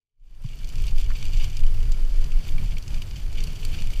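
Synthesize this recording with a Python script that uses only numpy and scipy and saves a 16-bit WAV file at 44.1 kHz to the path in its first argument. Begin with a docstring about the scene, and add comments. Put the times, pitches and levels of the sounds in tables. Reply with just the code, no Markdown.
"""A deep throb of gusting desert wind fades in from silence, buffeting a microphone beside a pole.
Wind pressure makes the throb; eddies add a lumpy rumble, a soft rush and a few thumps.
Fabric streamers on the pole rustle as they ripple, flap as they fold and snap as their tips whip taut.
A fine air hiss, a low drone and a faint whistle lie underneath. Open air, no echo."""
import sys
import numpy as np
from scipy import signal
from scipy.fft import rfft, irfft
from scipy.io import wavfile
from scipy.ndimage import uniform_filter1d

SR = 44100
rng = np.random.default_rng(int(sys.argv[2]) if len(sys.argv) > 2 else 0)


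def transcribe(u):
    """Save the signal u as a 16-bit wav file named by the first command-line argument.

    u: samples, shape (n,) or (channels, n), limited to [-1, 1]; the rate is SR.
    q: integer samples, one column per channel.
    """
    v = np.clip(np.atleast_2d(u).T, -1, 1)
    q = np.round(v * 32767).astype(np.int16)
    wavfile.write(sys.argv[1], SR, q)


N = 176400
T = np.arange(N) / SR

# Table levels are relative; each source applies its own gain.
# wind pressure on the microphone (time [s], level [dB])
THROB_CURVE = [(0.0,-100),(0.11,-97),(0.2,-47.5),(0.42,-33),(0.75,-25.5),(0.82,-19),(0.96,-15),(1.12,-18.5),(1.18,-26.5),(1.26,-20),(1.40,-13.5),(1.52,-28.5),(1.62,-10),(1.72,-16),(1.88,-17),(2.03,-18),(2.15,-13),(2.27,-20),(2.37,-16),(2.44,-29),(2.54,-16.5),(2.73,-20.5),(2.84,-32.5),(2.93,-20.5),(3.08,-32),(3.25,-26),(3.41,-19.5),(3.5,-29.5),(3.7,-22),(3.8,-21),(3.98,-19.5)]
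# eddies around the housing (time [s], rumble level [dB], rush and hiss level [dB])
GUST_CURVE = [(0.12,-100,-115),(0.25,-66,-80),(0.41,-54,-64),(0.52,-47,-61),(0.72,-43,-55),(0.82,-33.5,-54.5),(1.0,-40.5,-54),(1.25,-37.5,-54.5),(1.55,-38.5,-54.5),(1.68,-43.5,-52.5),(1.87,-33,-52.5),(2.05,-45.5,-52.5),(2.3,-40.5,-52.5),(2.58,-36.5,-52),(2.8,-41.5,-54.5),(2.96,-35,-51.5),(3.11,-38.5,-54.5),(3.4,-40,-54),(3.58,-40,-53),(3.78,-34,-50.5),(3.98,-42,-55.5)]
# streamer flutter (time [s], level [dB])
FLUTTER_CURVE = [(0.15,-99),(0.25,-70.5),(0.4,-64),(0.46,-49),(0.6,-50.5),(0.78,-47),(0.87,-40.5),(0.94,-51.5),(1.0,-39.5),(1.08,-48),(1.24,-42.5),(1.31,-44.5),(1.4,-41),(1.46,-38.5),(1.51,-48),(1.56,-44),(1.61,-51.5),(1.82,-48),(2.02,-51),(2.22,-47),(2.35,-51.5),(2.49,-43),(2.55,-52.5),(2.65,-45),(2.86,-52),(2.96,-43),(3.06,-50.5),(3.2,-46.5),(3.3,-52.5),(3.39,-42.5),(3.56,-45),(3.69,-44.5),(3.77,-41),(3.88,-44.5),(3.98,-43)]
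# low drone (time [s], level [dB])
DRONE_CURVE = [(0.4,-120),(1.35,-46),(1.55,-42.5),(1.75,-36.5),(1.9,-35),(2.05,-48),(2.6,-73)]
# faint whistle (time [s], level [dB])
WHISTLE_CURVE = [(0.15,-110),(0.5,-76),(0.8,-65),(1.5,-67),(2.0,-60),(2.7,-73),(3.15,-89),(3.4,-54.5),(3.7,-64),(3.98,-66)]
# single eddies on the microphone (time [s], level [dB], pitch [Hz])
THUMP_EVENTS = [(0.445, -23, 119.4), (2.542, -30, 111), (3.81, -31, 140)]
# tip snaps (time [s], level [dB], body gain [dB], treble gain [dB])
SNAP_EVENTS = [(0.644,-31.5,-10,-19),(0.689,-31,-16,-12),(0.699,-37,-5,-14),(0.755,-33.5,-6,-14),(0.819,-37.5,-12,-4.5),(0.867,-29.5,-9.5,-12),(1.226,-28.5,-2,-28),(1.253,-35,-5,-7),(1.333,-29,-11,-19),(1.370,-29,-10,-24),(1.442,-27.5,-8,-28),(1.568,-24,-12.5,-17),(1.604,-33.5,-9,-11),(1.635,-39,1,-11),(1.828,-36.5,-2.5,-25),(1.919,-25,-24,-18),(2.241,-29.5,-9,-18),(2.319,-36,-2,-26),(2.486,-42.5,7,-28),(2.719,-42,5.5,-26),(2.782,-31,-5,-11),(2.824,-34,-24,-13),(2.878,-28,-13,-23),(3.019,-29,-4,-13),(3.109,-35,-4.5,-26),(3.159,-33,-7,-27),(3.327,-32,-12,-13),(3.404,-27,-5,-22),(3.438,-25.5,-17,-11),(3.649,-22,-11,-12.5),(3.811,-41,3,-5),(3.871,-32,-3.5,-11),(3.937,-37.5,-13,-3.5)]
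# whole-streamer flaps (centre time [s], level [dB], Gaussian sigma [s])
FLAP_EVENTS = [(0.882,-45,0.0092),(1,-60,0.003),(1.158,-42.5,.007),(1.343,-42,0.0051),(1.413,-42.5,0.019),(2.584,-38.5,0.0025),(2.771,-42.5,.003),(3.384,-40,0.0075),(3.632,-40,0.0033),(3.744,-41.5,0.0097),(3.791,-43,0.01)]
# fold flicks (time [s], level [dB], band centre [Hz])
FLICK_EVENTS = [(0.442, -48, 1110), (1.104, -34.5, 1460), (1.115, -36.5, 1730)]
# pressure throb (frequency [Hz], level [dB])
THROB_SPECTRUM = [(4, -26), (12, -11.5), (19, 2.5), (24, -4), (31, -11.5), (42, -18.5), (52, -24.5),
                  (72, -50.5), (200, -94.5)]
# eddy rumble (frequency [Hz], level [dB])
RUMBLE_SPECTRUM = [(25, -22.5), (55, 3.5), (75, -0.5), (98, 0), (127, -8), (147, -5), (175, -14.5),
                   (240, -23.5), (400, -41.5), (1000, -60)]
# air rush (frequency [Hz], level [dB])
RUSH_SPECTRUM = [(100, -13), (230, 1), (330, -1.5), (400, -4.5), (520, -6), (900, -10.5), (2000, -13),
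                 (5000, -22), (9000, -26.5), (15000, -27)]
# rubbing cloth (frequency [Hz], level [dB])
CLOTH_SPECTRUM = [(200, -27.5), (800, -17), (1500, -12.5), (2000, -11.5), (2300, 4.5), (2500, 2.5),
                  (2670, -0.5), (2920, 5), (3300, 0.5), (3600, -2.5), (3950, -9.5), (4300, -2), (4780, 1.5),
                  (5150, -10), (5800, -4.5), (6250, -6), (6600, -9.5), (7300, -7), (8500, -16),
                  (10500, -19.5), (14500, -21.5), (16000, -9)]
# hem crackle (frequency [Hz], level [dB])
CRACKLE_SPECTRUM = [(300, -14), (1200, -9), (3000, -3), (7000, -4), (10000, -5.5), (15000, -3)]
# air hiss (frequency [Hz], level [dB])
HISS_SPECTRUM = [(1500, -36), (2400, 1), (3000, -10), (3800, -3), (4750, 6), (5300, 2), (7500, -6),
                 (9500, -3.5), (14000, -11), (15500, -33)]


def wind(throb_db=1, rumble_db=2, rush_db=2):
    """Pressure throbs on the microphone; the same eddies modulate both rumble and rush."""
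    eddies = drift(rate_hz=9.5)
    throb = steadied(coloured(noise(), THROB_SPECTRUM), span_s=0.19)
    rumble = steadied(coloured(noise(), RUMBLE_SPECTRUM), span_s=0.146) * amp(1.7 * eddies)
    flickering = noise() * amp(0.81 * eddies + 1.17 * drift(rate_hz=107))
    rush = coloured(flickering, RUSH_SPECTRUM)
    return (amp(throb_db) * level(THROB_CURVE) * throb
            + amp(rumble_db) * level(GUST_CURVE) * rumble
            + amp(rush_db) * level(GUST_CURVE, column=2) * rush)


def thumps(rise_s=0.0078, sag=0.049):
    """Single eddies hit the microphone: low sine pulses, sagging in pitch."""
    out, t = np.zeros(N), T[:SR // 8]
    age = t / rise_s
    envelope = (age * np.exp(1 - age)) ** 2
    for time_s, db, hz in THUMP_EVENTS:
        glide_hz = hz * (1 - sag + 2 * sag * np.exp(-age / 2))
        phase = 2 * np.pi * np.cumsum(glide_hz) / SR
        add(out, time_s, -amp(db) * envelope * np.sin(phase))
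    return out


def streamers(ripple_db=-6, rustle_db=-6.5, crackle_db=-15, sway_db=1.5, crack_decay_s=0.0012):
    """Cloth ripples, rubs steadily and crackles brightly at its hems."""
    rippling = coloured(ripples(strips=10), CLOTH_SPECTRUM)
    rustle = coloured(noise() * amp(sway_db * drift(rate_hz=51.5)), CLOTH_SPECTRUM)
    crack_decay = np.exp(-T[:SR // 20] / crack_decay_s)
    cracks = signal.fftconvolve(impulses(per_s=70, spread_db=2.2), crack_decay)[:N]
    crackle = coloured(cracks * noise(), CRACKLE_SPECTRUM)
    cloth = amp(ripple_db) * rippling + amp(rustle_db) * rustle + amp(crackle_db) * crackle
    return level(FLUTTER_CURVE) * cloth


def ripples(strips, total_per_s=120, rise_s=0.0021, decay_s=0.002):
    """Ripples run along each strip; each sets off a clump of tiny creases."""
    t = T[:SR // 20]
    clump = (1 - np.exp(-t / rise_s)) * np.exp(-t / decay_s)
    onsets = [impulses(total_per_s / strips, spread_db=3) for _ in range(strips)]
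    power = np.abs([signal.fftconvolve(train ** 2, clump)[:N] for train in onsets])
    power /= uniform_filter1d(power.sum(0), size=5000) + 1e-3  # even out slow swells
    out = np.zeros(N)
    for strip_power in power:
        creases = impulses(per_s=5000, spread_db=0.5) * noise()
        out += folded(creases * np.sqrt(strip_power))
    return out


def snaps(rise_s=0.0009, hold_s=0.0025, decay_s=0.0022, tail_s=0.01, tail_db=-13):
    """A tip whips taut: a short three-band burst with a faint tail."""
    out, t = np.zeros(N), T[:4096]
    hz = np.fft.rfftfreq(len(t), 1 / SR)
    body_hz, treble_hz = 3700, 8000
    bands = [hz < body_hz, (hz >= body_hz) & (hz < treble_hz), hz >= treble_hz]
    attack = np.minimum(t / rise_s, 1)
    fall = np.exp(-np.maximum(t - hold_s, 0) / decay_s)
    tail = amp(tail_db) * np.exp(-t / tail_s)
    for time_s, db, body_db, treble_db in SNAP_EVENTS:
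        spectrum = rfft(cloth_noise(len(t)))
        gains = amp([body_db - 1, -7.5, treble_db + 6])  # body, mid, treble
        burst = sum(gain * unit_rms(irfft(spectrum * band)) for gain, band in zip(gains, bands))
        add(out, time_s, amp(db - 5.5) * attack * (fall + tail) * burst)
    return out


def flaps(cutoff_hz=3480):
    """A whole streamer folds over: a short, dull swell of rustle."""
    out, t = np.zeros(N), T[:4096]
    lowpass = signal.butter(2, cutoff_hz, fs=SR)
    for centre_s, db, sigma_s in FLAP_EVENTS:
        cloth = unit_rms(signal.lfilter(*lowpass, cloth_noise(len(t))))
        swell = np.exp(-0.5 * ((t - t.mean()) / sigma_s) ** 2)
        add(out, centre_s - t.mean(), amp(db) * swell * cloth)
    return out


def flicks(decay_s=0.003):
    """A fold flicks: a dull puff of band-passed noise."""
    out, t = np.zeros(N), T[:SR // 8]
    for time_s, db, hz in FLICK_EVENTS:
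        bandpass = signal.butter(2, hz * np.exp([-0.25, 0.25]), "bandpass", fs=SR)
        puff = unit_rms(signal.lfilter(*bandpass, noise(len(t))))
        add(out, time_s, amp(db) * np.exp(-t / decay_s) * puff)
    return out


def cloth_noise(samples):
    """Rustle of one fold, rms 1."""
    return coloured(folded(noise(samples)), CLOTH_SPECTRUM, fft_size=2048)


def folded(x, echo_gain=0.41, max_tilt_db=8, corner_hz=2800):
    """Each fold has its own colour: a treble tilt and a second crease just after the first."""
    hz = np.fft.rfftfreq(len(x), 1 / SR)
    delay_s = rng.uniform(0.0004, 0.0014)
    tilt_db = max_tilt_db * rng.uniform(-1, 1)
    comb = 1 + rng.choice([-1, 1]) * echo_gain * np.exp(-2j * np.pi * hz * delay_s)
    treble = np.tanh(np.log2(np.maximum(hz / corner_hz, 1)))
    return irfft(rfft(x) * comb * amp(tilt_db * (treble - 0.5)), len(x))


def hiss(gain_db=-7.5):
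    """Fine hiss of moving air, following the gusts."""
    return amp(gain_db) * level(GUST_CURVE, column=2) * coloured(noise(), HISS_SPECTRUM)


def wind_tone(curve, centre_hz, width_hz):
    """Breathy tone in the wind: narrow-band noise on a level curve."""
    hz = np.fft.rfftfreq(N, 1 / SR)
    band = 1 / (1 + (2 * (hz - centre_hz) / width_hz) ** 2)
    tone = unit_rms(irfft(rfft(noise()) * band, N))
    return level(curve) * steadied(tone, span_s=0.63)


def amp(db):
    """Decibels to gain."""
    return 10 ** (np.asarray(db) / 20)


def noise(samples=N):
    """White Gaussian noise."""
    return rng.standard_normal(samples)


def unit_rms(x):
    """Scales to rms 1."""
    return x / np.sqrt(np.mean(x ** 2) + 1e-20)


def level(curve, column=1):
    """Gain over time from one dB column."""
    rows = np.array(curve)
    return amp(np.interp(T, rows[:, 0], rows[:, column]))


def add(mix, time_s, sound):
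    """Mixes a sound in at a time."""
    part = mix[max(round(time_s * SR), 0):][:len(sound)]
    part += sound[:len(part)]


def coloured(x, spectrum, fft_size=16384):
    """Minimum-phase filter to a spectrum; output rms 1."""
    hz, db = np.transpose(spectrum)
    bin_hz = abs(np.fft.fftfreq(fft_size, 1 / SR))
    log_gain = np.log(amp(np.interp(np.log(bin_hz + 1), np.log(hz), db)))
    response = np.exp(np.conj(signal.hilbert(log_gain)))
    taps = np.fft.ifft(response).real[:fft_size // 2]
    return unit_rms(signal.fftconvolve(x, taps)[:len(x)])


def drift(rate_hz):
    """Random wander, rms 1, rolling off at a rate."""
    hz = np.fft.rfftfreq(N, 1 / SR)
    return unit_rms(irfft(rfft(noise()) * np.exp(-(hz / rate_hz) ** 2), N))


def steadied(x, span_s):
    """Removes swells slower than a span, so a level curve can set them."""
    power = uniform_filter1d(abs(signal.hilbert(x)) ** 2, int(span_s * SR)) / 2
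    return x / np.sqrt(power + 1e-9)


def impulses(per_s, spread_db):
    """Random impulses, most small, a few larger."""
    size = amp(spread_db * np.minimum(rng.exponential(1, N), 4))
    return size * (rng.random(N) < per_s / SR)


def scene():
    """Wind and cloth, mono."""
    air = wind() + hiss()
    drone = wind_tone(DRONE_CURVE, centre_hz=93, width_hz=28)
    whistle = wind_tone(WHISTLE_CURVE, centre_hz=429.5, width_hz=46)
    return (air + drone + whistle + streamers() + flaps() + snaps() + thumps() + flicks())[None]


def record(dry):
    """Steep low-pass band limit."""
    cutoff_hz = 15150
    taps = signal.firwin(401, cutoff_hz, window=("kaiser", 9), fs=SR)
    return signal.oaconvolve(dry, taps[None], "same")


dry = scene()
out = record(dry)
transcribe(out)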